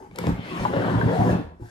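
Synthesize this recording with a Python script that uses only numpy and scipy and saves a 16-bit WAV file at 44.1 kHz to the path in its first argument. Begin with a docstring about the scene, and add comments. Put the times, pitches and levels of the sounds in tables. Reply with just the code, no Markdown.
"""A wooden crate on a table, close to a stereo microphone pair and left of centre, in a small room; faint house rumble.
First it is grasped: dry cracks, short knocks and groaning slats, synthesized as decaying noise, tones and resonances.
Then it is nudged, and from about half a second dragged: irregular slips make the table boom, the slats rattle
and the rubbing faces rasp and hiss, while landing hops push thumps into the table top.
Near the end the rubbing dies down and last knocks ring out; the room answers throughout with decaying noise."""
import sys
import numpy as np
from scipy import signal
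from scipy.fft import rfft, irfft, next_fast_len
from scipy.io import wavfile
from scipy.ndimage import uniform_filter1d, map_coordinates

SR = 44100
rng = np.random.default_rng(int(sys.argv[2]) if len(sys.argv) > 2 else 0)


def put_to_file(sound):
    """Save the sound as 16-bit audio at rate SR, in the file named by the first command-line argument."""
    columns = np.atleast_2d(sound).T  # one column per channel
    safe = np.clip(columns, -1, 1)
    whole_steps = np.round(safe * 32767)
    wavfile.write(sys.argv[1], SR, whole_steps.astype(np.int16))


N = 74970

# Resonances of the table top: f/Hz, width/Hz, relative level/dB
TABLE_MODES = [(71.5, 14.4, -9), (113, 15, 0), (175, 20, 2), (251, 50, -4.5), (290.6, 27.6, -3),
               (376.2, 46, -8.5)]
# Resonances of the crate's slats: f/Hz, width/Hz, relative level/dB
SLAT_MODES = [(423, 64, -3), (497, 41, 5), (546.3, 50, 2.5), (693, 120, -1.5), (840, 112, -2),
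              (972, 61.4, -2.5), (1133, 75, -7), (1470, 334, -14.5), (1847, 180, -15.5)]
RATTLE_PER_S = 350  # mean slips per second that shake the slats


def amp(db):
    """Decibels to gain."""
    return 10 ** (np.asarray(db) / 20)


def unit(x):
    """Scaled to rms 1."""
    return x / np.sqrt(np.mean(x ** 2) + 1e-20)


def along(points, hz):
    """Value at each frequency, between (f/Hz, value) points on a log axis."""
    f, v = np.transpose(points)
    return np.interp(np.log(hz + 1), np.log(f + 1), v)


def filtered(x, response):
    """x passed through a complex response of frequency."""
    m = next_fast_len(N + SR // 2)
    spectrum = rfft(x, m) * response(np.fft.rfftfreq(m, 1 / SR))
    return irfft(spectrum, m)[..., :N]


def body(modes):
    """Causal response of a set of resonances; soft wood passes little treble."""
    low_hz, top_hz = 103, 2500

    def response(f):
        total = 0
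        for k, (centre, width, db) in enumerate(modes):
            resonance = 1j * f * width / (centre * centre - f * f + 1j * f * width)
            total = total + (-1) ** k * amp(db) * resonance  # neighbours in opposite phase
        treble_loss = 1 / (1 + 1j * f / top_hz) ** 2
        bass_loss = 1j * f / (low_hz + 1j * f)
        return total * treble_loss * bass_loss

    return response


def patches(x, depth_db, size):
    """Random gain patches over time and frequency make the sound uneven."""
    z = signal.stft(x, nperseg=size)[2]
    field = rng.standard_normal(z.shape)
    field = uniform_filter1d(uniform_filter1d(field, 5, 0), 5, 1)
    return signal.istft(z * amp(depth_db * unit(field)), nperseg=size)[1][:N]


def slips(per_s, spread_db, smooth):
    """Friction: irregular slips of uneven size over a smooth rubbing noise."""
    happens = rng.random(N) < per_s / SR
    size = np.minimum(rng.exponential(size=N), 4)
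    direction = np.sign(rng.standard_normal(N))
    jolts = happens * direction * amp(spread_db * size)
    return unit(unit(jolts) + smooth * rng.standard_normal(N))


def rumble():
    """A faint steady low rumble of the house: noise around one low frequency."""
    level_db, centre_hz = -53.5, 57.4

    def response(f):
        ratio = f / centre_hz
        return ratio ** 2 / (1 + ratio ** 4)

    return amp(level_db) * unit(filtered(rng.standard_normal(N), response))


def slats(force, grip):
    """The force rings lower, middle or higher tuned slats as the grip wanders between -1 and 1."""
    shift = 0.04  # largest share by which the tuning moves
    out = np.zeros(N)
    for k in (-1, 0, 1):
        share = np.sqrt(np.clip(1 - abs(grip - k), 0, 1))
        tuned = [(hz * (1 + k * shift), width, db) for hz, width, db in SLAT_MODES]
        out += filtered(force * share, body(tuned))
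    return out


def wandering_grip():
    """The changing grip: a smooth random curve between -1 and 1."""
    shifts_per_s = 12
    points = rng.standard_normal(int(N * shifts_per_s / SR) + 4)
    return np.tanh(map_coordinates(points, [np.arange(N) * shifts_per_s / SR]))


def drag():
    """The slipping contact drives table, slats, rasp and hiss, each under its own level."""
    # Course of the drag: t/s, then level/dB of table boom, slat rattle, rasp of the rubbing faces, thin upper hiss
    drag_levels = [(0.0, -49, -57, -80, -65), (0.086, -55.5, -71, -78.5, -80),
                   (0.206, -33, -37.5, -44, -61.5), (0.291, -27.5, -31, -51, -52),
                   (0.335, -32, -47.5, -54.5, -84), (0.454, -44, -48, -45.5, -61),
                   (0.64, -29.5, -31.5, -43, -51.5), (0.68, -22.5, -34, -52.5, -62.5),
                   (0.78, -25, -26, -46, -58), (1.07, -23, -31, -48, -58.5),
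                   (1.144, -28, -27.5, -46, -54.5), (1.216, -16.5, -36, -58, -55),
                   (1.314, -22, -26, -44, -51.5), (1.402, -30.5, -43, -59.5, -102),
                   (1.587, -65, -69, -108, -81.5), (1.61, -35.5, -58.5, -71.5, -69),
                   (1.7, -69, -67, -69.5, -62.5)]
    # Colour of the rasp: f/Hz, relative level/dB
    rasp_colour = [(880, -2.5), (1500, -6), (2090, -3.5), (2640, -3.5), (4210, -10.5), (5500, -23.5),
                   (7150, -60)]
    # Colour of the upper hiss: f/Hz, relative level/dB
    hiss_colour = [(2940, -18), (5000, -3), (12800, -8), (13800, -21), (14900, -61), (16000, -48)]
    judder_per_s, grit_per_s = 150, 3700  # mean slips per second
    lurch_db = 2.5  # a firmer grip presses the crate harder on the table

    s, *levels = np.transpose(drag_levels)
    boom, rattle, rasp, hiss = [amp(np.interp(np.arange(N) / SR, s, c)) for c in levels]
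    grip = wandering_grip()
    boom = boom * amp(lurch_db * grip)
    rattle = rattle * amp(lurch_db * grip)

    judder = patches(slips(judder_per_s, 2, 1.0), 0.88, size=2048)
    shaking = patches(slips(RATTLE_PER_S, 3, 0.47), 3.43, size=1024)
    coarse_grit = patches(slips(grit_per_s, 4.9, 1.63), 4.0, size=512)
    fine_grit = patches(slips(grit_per_s, 1.7, 3.0), 2.2, size=512)
    layers = [(boom, judder, lambda x: filtered(x, body(TABLE_MODES))),
              (rattle, shaking, lambda x: slats(x, grip)),
              (rasp, coarse_grit, lambda x: filtered(x, lambda f: amp(along(rasp_colour, f)))),
              (hiss, fine_grit, lambda x: filtered(x, lambda f: amp(along(hiss_colour, f))))]
    # the level shapes the force, so resonances ring on; each layer is scaled by its steady loudness
    return sum(ring(level * force) / np.std(ring(force)) for level, force, ring in layers)


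def groans():
    """Slips that for a moment excite mostly one slat, heard as a swelling groan."""
    # Groans: start t/s (below 0: already under way), length/s, level/dB, f/Hz
    groan_list = [(-.09, .18, -48, 860), (-.05, .15, -48, 385), (1.61, .04, -54, 850),
                  (1.6, .15, -62, 1570), (.49, 0.11, -40, 358), (0.496, 0.12, -40, 1075),
                  (0.707, 0.095, -26, 550), (0.9, 0.14, -33, 960), (1.135, 0.14, -24, 735)]
    width_share = 0.07  # resonance width as a share of the pitch
    t = np.arange(N) / SR
    out = np.zeros(N)
    for s, length, db, hz in groan_list:
        swell = np.sin(np.pi * np.clip((t - s) / length, 0, 1))
        one_slat = body([(hz, width_share * hz, 0)])
        out += amp(db) * swell * unit(filtered(slips(RATTLE_PER_S, 4.84, 0.62), one_slat))
    return out


def ticks():
    """Short dry cracks as the crate is grasped and breaks loose; each raps the slats."""
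    # Cracks: t/s, level/dB from which the noise decays, brightness/dB an octave, peak level/dB of the slats' answer
    tick_list = [(.1115, -49, -12, -43), (.159, -31, -2, -38), (.1855, -25, -7, -27),
                 (.2385, -42, -12, -20.5), (.2685, -25, -9, -19), (.1862, -25, 4, -60)]
    t60, rise_s, bottom_hz, top_hz = 0.011, 0.0015, 1200, 13300
    damping, rap_top_hz = 2.5, 900  # a held slat rings shorter and duller

    out, t = np.zeros(N), np.arange(SR // 20) / SR
    hz = np.fft.rfftfreq(len(t), 1 / SR)
    held = body([(centre, damping * width, db) for centre, width, db in SLAT_MODES])
    wood = filtered(np.ones(1), lambda f: held(f) / (1 + 1j * f / rap_top_hz))[:len(t)]
    wood = wood / np.abs(wood).max()
    band = (hz > bottom_hz) / (1 + (hz / top_hz) ** 20)
    for s, db, tilt_db, wood_db in tick_list:
        tilt = amp(tilt_db * np.log2(hz / 4000 + 0.39))
        noise = unit(irfft(rfft(rng.standard_normal(len(t))) * band * tilt, len(t)))
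        crack = amp(db - 60 * t / t60) * noise * np.minimum(t / rise_s, 1)
        out[round(s * SR):][:len(t)] += crack + amp(wood_db) * wood
    return out


def knocks():
    """One part of crate or table is rapped and rings on a main tone and a weaker one about half an octave lower."""
    # Knocks: t/s, level/dB from which the main tone decays, f/Hz of that tone, t60/s
    knock_list = [(.112, -47, 2300, .02), (.186, -27, 1400, .02), (.1865, -28, 2250, .02),
                  (.191, -26, 490, .04), (.325, -24, 52, .2), (.577, -36, 1700, .03), (.6, -28, 58, .2),
                  (.652, -13, 1000, .04), (.657, -14, 860, .05), (1.0132, -18.5, 1570, .035),
                  (1.445, -33, 80, .4), (1.598, -38, 355, .3), (1.6155, -29.5, 113, .2)]
    rise_s = 0.00024
    out, t = np.zeros(N + SR), np.arange(SR // 5) / SR
    for s, db, hz, t60 in knock_list:
        main = np.sin(2 * np.pi * hz * t)
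        lower = 0.35 * np.sin(2 * np.pi * 0.7 * hz * t + rng.uniform(-0.039, 1))
        envelope = amp(db - 60 * t / t60) * (1 - np.exp(-t / rise_s))
        out[round(s * SR):][:len(t)] += envelope * (main + lower)
    return out[:N]


def thumps():
    """The crate hops and lands: soft pushes ring the table top."""
    # Landings: t/s of the deepest swing, peak level/dB
    thump_list = [(0.269, -17), (0.279, -14), (.293, -10.5), (0.322, -17), (0.394, -22.5), (0.94, -16.5),
                  (0.959, -10), (.976, -13.5), (1.037, -13.5), (1.054, -17.5), (1.063, -9), (1.194, -10),
                  (1.213, -16), (1.222, -22), (1.309, -12.5), (1.333, -12.5), (1.355, -12.5)]
    push_s = 0.0016  # time from first contact to the hardest push
    t = np.arange(N) / SR
    ring = filtered(t * np.exp(-t / push_s), body(TABLE_MODES))[:SR // 3]
    top = np.abs(ring).argmax()
    out = np.zeros(N + SR)
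    for s, db in thump_list:
        out[round(s * SR) - top:][:len(ring)] -= amp(db) * ring / ring[top]
    return out[:N]


def room(x):
    """The answer is a diffuse decaying noise, renewed in overlapping stretches; each frequency dies at its own speed."""
    # Decay of the room: f/Hz, t60/s
    decay_times = [(100, 0.064), (1000, 0.42), (10000, 0.41)]
    # Strength of the room: f/Hz, level over the sound sent in/dB
    wet_levels = [(60, -84), (200, -8.5), (500, -6), (2000, 5.5), (12000, 0)]
    out, hop = np.zeros((2, N + 2 * SR)), SR // 20
    delay = 200  # samples before the answer begins
    x = np.pad(x, (hop, 2 * hop))
    for start in range(0, N + hop, hop):  # a new random tail for each overlapping stretch
        hz, t, z = signal.stft(rng.standard_normal((2, SR // 2)), SR, nperseg=256)
        t60 = along(decay_times, hz)[:, None]
        decay = amp(along(wet_levels, hz)[:, None] - 60 * t / t60)
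        energy = np.sqrt(t60 * SR / (2 * np.log(1000)))  # a long tail is no louder in sum
        tail = signal.istft(z * decay / energy, SR, nperseg=256)[1]
        stretch = x[start:start + 2 * hop] * np.hanning(2 * hop)
        wet = signal.fftconvolve(stretch[None], tail, axes=1)
        out[:, start:start + wet.shape[1]] += wet
    return out[:, hop - delay:][:, :N]


def scene():
    """The crate reaches the left microphone port first; the room adds its answer."""
    # Balance of the pair: f/Hz, left over right level/dB
    left_levels = [(60, 0), (180, -0.5), (550, 3), (1650, 11), (4970, 2)]
    # Phase of the pair: f/Hz, lead of the left port/radians
    lead_phase = [(0, 0.28), (860, 1.56), (2070, 2.55), (3450, 5.87), (4820, 7.08), (12500, 8.4)]
    blows_wet_db = -7  # ticks and knocks reach the room weaker than the rubbing does
    rub = drag() + thumps() + groans()
    blows = ticks() + knocks()
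    half = np.array([[.5], [-.5]])  # half of each difference to the left, half to the right

    def pair(f):
        lead = np.interp(f, *np.transpose(lead_phase))
        return amp(half * along(left_levels, f)) * np.exp(1j * half * lead)

    direct = filtered(rub + blows, pair)
    return direct + room(rub + amp(blows_wet_db) * blows) + rumble()


def record(dry):
    """Stereo width varies over the treble; the deep bass is rolled off and nothing is kept above the band limit."""
    # Stereo width: f/Hz, gain of left minus right/dB
    side_gain = [(6800, 1), (6900, -41), (11800, -21), (12600, -3), (15300, 22), (15800, -24)]
    low_hz, top_hz = 32, 16400
    mid = (dry[0] + dry[1]) / 2
    side = filtered((dry[0] - dry[1]) / 2, lambda f: amp(along(side_gain, f)))
    stereo = np.array([mid + side, mid - side])
    return filtered(stereo, lambda f: (f < top_hz) * (1j * f / (low_hz + 1j * f)) ** 2)


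dry = scene()
out = record(dry)
put_to_file(out)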